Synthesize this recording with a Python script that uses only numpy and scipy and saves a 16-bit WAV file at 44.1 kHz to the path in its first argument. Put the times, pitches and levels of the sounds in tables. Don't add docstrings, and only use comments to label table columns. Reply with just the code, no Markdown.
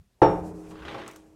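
import sys
import numpy as np
from scipy import signal
from scipy.fft import rfft, irfft, next_fast_len
from scipy.io import wavfile
from scipy.ndimage import uniform_filter1d, map_coordinates

SR = 44100
rng = np.random.default_rng(int(sys.argv[2]) if len(sys.argv) > 2 else 0)


def digitize_waveform(pressure):
    field = np.atleast_2d(pressure).T
    bounded = np.clip(field, -1, 1)
    quanta = np.round(bounded * 32767).astype(np.int16)
    wavfile.write(sys.argv[1], SR, quanta)


def decibels_to_gain(level_db):
    exponent = np.asarray(level_db, float) / 20
    return 10 ** exponent


N = 59535

# pitch_hz, density_db_per_hz
HISS_COLOUR = [(20, -19), (50, 3), (100, -2), (215, -11), (280, -13.5), (1000, -21.5), (9000, -29),
               (15900, -36)]
# time_s, level_db
HANDLING = [(0, -52.5), (.07, -74), (.2, -86.5), (.3, -44), (.6, -56), (.8, -49), (1.05, -57.5),
            (1.2, -60.5), (1.35, -62)]
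# pitch_hz, density_db_per_hz
RUMBLE_COLOUR = [(15, -8), (30, -17.5), (58, 5.5), (90, 0.5), (120, -4.5), (215, 1.5), (270, -27),
                 (900, -46)]
# time_s, level_db
SWING = [(.172, -84), (.2, -66), (.217, -72.5)]
# pitch_hz, density_db_per_hz
SWISH_COLOUR = [(150, -28.5), (350, -1.5), (800, -2.5), (1800, -35), (4000, -53.5)]
# pitch_hz, level_db, t60_s, rise_s
THUD_MODES = [(95, -14.5, 0.051, 0.0009), (201, -51, 0.033, .002), (346.4, -5, .12, 0.014),
              (497, -12.5, 0.21, 0.01), (881, -8.5, 0.11, 0.0018), (711, -7, 0.041, 0.0014),
              (790, -5, 0.02, 0.00036)]
# pitch_hz, level_db, t60_s
WOOD_MODES = [(127.3, -3.5, 0.32), (305.9, 1.5, 0.37), (360, 2, 0.32), (428, -0.5, 0.72), (476.2, -2, 0.75),
              (519.4, 0.5, 0.25), (543, 0.5, 0.33), (661.5, -2, 0.35), (664, -32, 0.38),
              (753.7, -6.5, 0.57), (821, -3.5, 0.91), (896, 2, 0.37), (1129, -18.5, 0.34),
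              (1263, -15, 0.56)]
# pitch_hz, level_db, t60_s
STRIP_MODES = [(1353, 5, 0.2), (1588, -12, 0.41), (1655, -1.5, 0.16), (1793, -1, 0.27), (2008, -23.5, 0.3),
               (2110, -25.5, 0.24), (2375, -12, 0.39), (2840, -12.5, 0.36)]
# pitch_hz, level_db, t60_s, rise_s
STEEL_MODES = [(3620, -43.5, 0.33, .002), (5530, -35.5, 0.28, 0.022), (5970, -48.5, 0.13, 0.0016),
               (7418, -50, .18, .01), (7700, -61.5, .15, .002), (9050, -57.5, .14, .002),
               (9900, -63, .1, .002), (11540, -64.5, .16, .002), (13300, -70.5, .3, .002),
               (13500, -75.5, .3, .002)]
# pitch_hz, level_db, t60_s
HULL_MODES = [(85.4, -35.5, .9), (155.9, -22, 0.31), (175, -28.5, 1.4), (313.5, -35, 3.44), (320, -47, 3.8),
              (381, -39, 1), (406.7, -37, 2.2), (445, -40.5, 2.1), (440, -42, 1.2)]
# pitch_hz, density_db_per_hz
BOOM_COLOUR = [(25, -28), (70, -11.5), (240, -23), (320, -14), (900, -9.5), (960, -13), (5000, -44.5),
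               (15500, -80)]
# pitch_hz, t60_s
CABIN_DECAY = [(60, .8), (250, 0.89), (1000, 0.41), (4000, 0.25), (12000, .2)]
# time_s, level_db
SLEEVE_MOTIONS = [
    [(.29, -62.5), (.4, -66), (.42, -70), (.46, -60), (.495, -61.5), (.53, -71.5), (.56, -65.5),
     (.64, -67.5)],
    [(.66, -72.5), (.71, -59.5), (.735, -69), (.76, -72), (1.05, -73), (1.09, -66), (1.2, -69.5),
     (1.24, -74), (1.34, -78)],
]
# pitch_hz, density_db_per_hz
CLOTH_COLOUR = [(1470, -41), (2500, 2), (3010, -11.5), (4260, -6.5), (5710, -2), (7890, -2), (11700, -9.5),
                (15800, -19)]
# time_s, pressure_db
DRAG = [(.66, -54.5), (.71, -58.5), (.8, -48.5), (.9, -43.5), (1, -38.5), (1.08, -52), (1.15, -51),
        (1.25, -65.5), (1.34, -72)]
# start_s, peak_db
SLIPS = [(0.7084, -42), (0.7555, -43.5), (0.79, -48.5), (0.821, -41), (0.851, -33), (0.8818, -29.5),
         (0.9118, -32.5), (0.9446, -36.5), (0.9808, -36.5), (1.0154, -36.5), (1.035, -40), (1.0614, -35.5),
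         (1.0844, -38)]
# pitch_hz, density_db_per_hz
SCRAPE_COLOUR = [(40, -27), (150, -11.5), (350, -5.5), (700, -7), (1300, -9), (3200, -16), (6000, -32),
                 (15500, -52)]
# pitch_hz, level_db, t60_s, rise_s
NUDGE_MODES = [(119.1, -38, 0.34, 0.025), (315, -43, 0.36, 0.022), (547, -43, 0.51, 0.014),
               (658, -44, 0.68, 0.033)]
# start_s, peak_db
TICKS = [
    (1.0784, -31),
    (1.1124, -39),
    (1.1344, -49),
    (1.1603, -36),
]
# pitch_hz, density_db_per_hz
TICK_COLOUR = [(500, -31), (1200, 1), (4200, -13), (5400, -3.5), (6500, -0.5), (9000, -6.5), (12000, -11.5),
               (16000, -11)]

KNOCK_S = .2176


def wobble(rate):
    return map_coordinates(rng.standard_normal(2000), [np.arange(N) * rate / SR])


def unit(x):
    return x / np.sqrt(np.mean(x ** 2) + 1e-20)


def along(points, hz):
    f, v = np.transpose(points)
    return np.interp(np.log(hz + 1), np.log(f + 1), v)


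def stroke(rows):
    s, db = np.transpose(rows)
    t = np.arange(N) / SR
    outside = np.maximum(s[0] - t, 0) + np.maximum(t - s[-1], 0)
    return decibels_to_gain(np.interp(t, s, db) - 300 * outside)


def noise(colour, patchy_db, grit_db=0):
    length = N + SR // 4
    white = rng.standard_normal(length)
    grit = np.resize(decibels_to_gain(grit_db * wobble(700)), length)
    z = signal.stft(white * grit, nperseg=512)[2]
    patches = uniform_filter1d(rng.standard_normal(z.shape), size=6, axis=0)
    patches = unit(uniform_filter1d(patches, size=5, axis=1))
    x = signal.istft(z * decibels_to_gain(patchy_db * patches), nperseg=512)[1][:length]
    gain = decibels_to_gain(along(colour, np.fft.rfftfreq(len(x), 1 / SR)))
    return unit(irfft(rfft(x) * gain, len(x))[:N])


def since(s):
    t = np.arange(N) / SR - s
    return np.maximum(t, 0), t >= 0


def bursts(events, t60, rise):
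    total = np.zeros(N)
    for s, db in events:
        t, on = since(s)
        total += (on * decibels_to_gain(db - 60 * t / t60) * (1 - np.exp(-t / rise))) ** 2
    return np.sqrt(total)


def ring(hz, db, t60, rise, unsteady=0., start=KNOCK_S):
    t, on = since(start)
    sway = unsteady * wobble(25) * (1 - np.exp(-t / .03))
    return decibels_to_gain(db - 60 * t / t60) * (1 - np.exp(-t / rise)) * np.sin(2 * np.pi * hz * t + sway)


def microphone_hiss():
    return decibels_to_gain(-69.5) * noise(HISS_COLOUR, patchy_db=1.5)


def hull_rumble():
    return stroke(HANDLING) * noise(RUMBLE_COLOUR, patchy_db=-0.5)


def swing():
    return stroke(SWING) * noise(SWISH_COLOUR, patchy_db=0.5)


def thud():
    return sum((-1) ** k * ring(*mode) for k, mode in enumerate(THUD_MODES))


def wood():
    flicker_db, longest_s, rise_s = 1.5, .43, .003
    x = np.zeros(N)
    for k, (hz, db, t60) in enumerate(WOOD_MODES):
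        flicker = decibels_to_gain(flicker_db * wobble(30.1))
        x += (-1) ** k * flicker * ring(hz, -18 + db, min(t60, longest_s), rise_s, unsteady=0.51)
    return x + sum(ring(hz, -31.5 + db, t60, .001, unsteady=.5) for hz, db, t60 in STRIP_MODES)


def steel():
    flicker_db = 1.2
    return sum(decibels_to_gain(flicker_db * wobble(100)) * ring(*mode, unsteady=.3) for mode in STEEL_MODES)


def hull():
    return sum((-1) ** k * ring(*mode, rise=.02) for k, mode in enumerate(HULL_MODES))


def boom():
    level_db, after_db, after_longer, rise_s = -22, -30, 7.9, 0.00027
    hz, t, z = signal.stft(rng.standard_normal(N), SR, nperseg=512)
    fall = -60 * np.maximum(t - KNOCK_S, 0) / along(CABIN_DECAY, hz)[:, None]
    decay = decibels_to_gain(fall) + decibels_to_gain(after_db + fall / after_longer)
    x = signal.istft(z * decibels_to_gain(along(BOOM_COLOUR, hz))[:, None] * decay, SR, nperseg=512)[1][:N]
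    t, on = since(KNOCK_S)
    first_30_ms = on & (t < .03)
    return decibels_to_gain(level_db) * x / np.std(x[first_30_ms]) * (1 - np.exp(-t / rise_s))


def knock():
    return wood() + steel() + hull() + thud() + boom()


def rustle():
    return sum(stroke(motion) for motion in SLEEVE_MOTIONS) * noise(CLOTH_COLOUR, patchy_db=0)


def shaken_wood(force):
    m = next_fast_len(N + SR)
    f = np.fft.rfftfreq(m, 1 / SR)
    body = 0
    for k, (hz, _, t60) in enumerate([*WOOD_MODES, *HULL_MODES]):
        width = 5 / t60 + 4
        body = body + (-1) ** k * 1j * f * width / (hz * hz - f * f + 1j * f * width)
    return 4 * irfft(rfft(force, m) * body, m)[:N]


def scrape():
    slip = decibels_to_gain(-8) * bursts(SLIPS, t60=0.12, rise=0.00077)
    jolt = decibels_to_gain(-6.5) * bursts(SLIPS, t60=0.0059, rise=0.00017)
    drag = decibels_to_gain(-4.5) * stroke(DRAG)
    rub = (slip + jolt + drag) * noise(SCRAPE_COLOUR, patchy_db=2, grit_db=0.5)
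    return rub + decibels_to_gain(-8.5) * shaken_wood(rub)


def nudge():
    return sum(ring(*mode, unsteady=0.68, start=0.93) for mode in NUDGE_MODES)


def ticks():
    crack = bursts(TICKS, t60=0.016, rise=.0003) * noise(TICK_COLOUR, patchy_db=2)
    tail = decibels_to_gain(-11) * bursts(TICKS, t60=.07, rise=.003) * noise(TICK_COLOUR, patchy_db=1.5)
    return decibels_to_gain(-5) * (crack + tail)


def scene():
    x = knock() + swing() + scrape() + nudge() + ticks()
    x = x + rustle() + hull_rumble() + microphone_hiss()
    return signal.sosfilt(signal.butter(6, 15700, fs=SR, output="sos"), x)[None]


def top_cut(x):
    return signal.sosfilt(signal.butter(12, 16480, fs=SR, output="sos"), x)


def record(dry):
    return top_cut(dry)


dry = scene()
out = record(dry)
digitize_waveform(out)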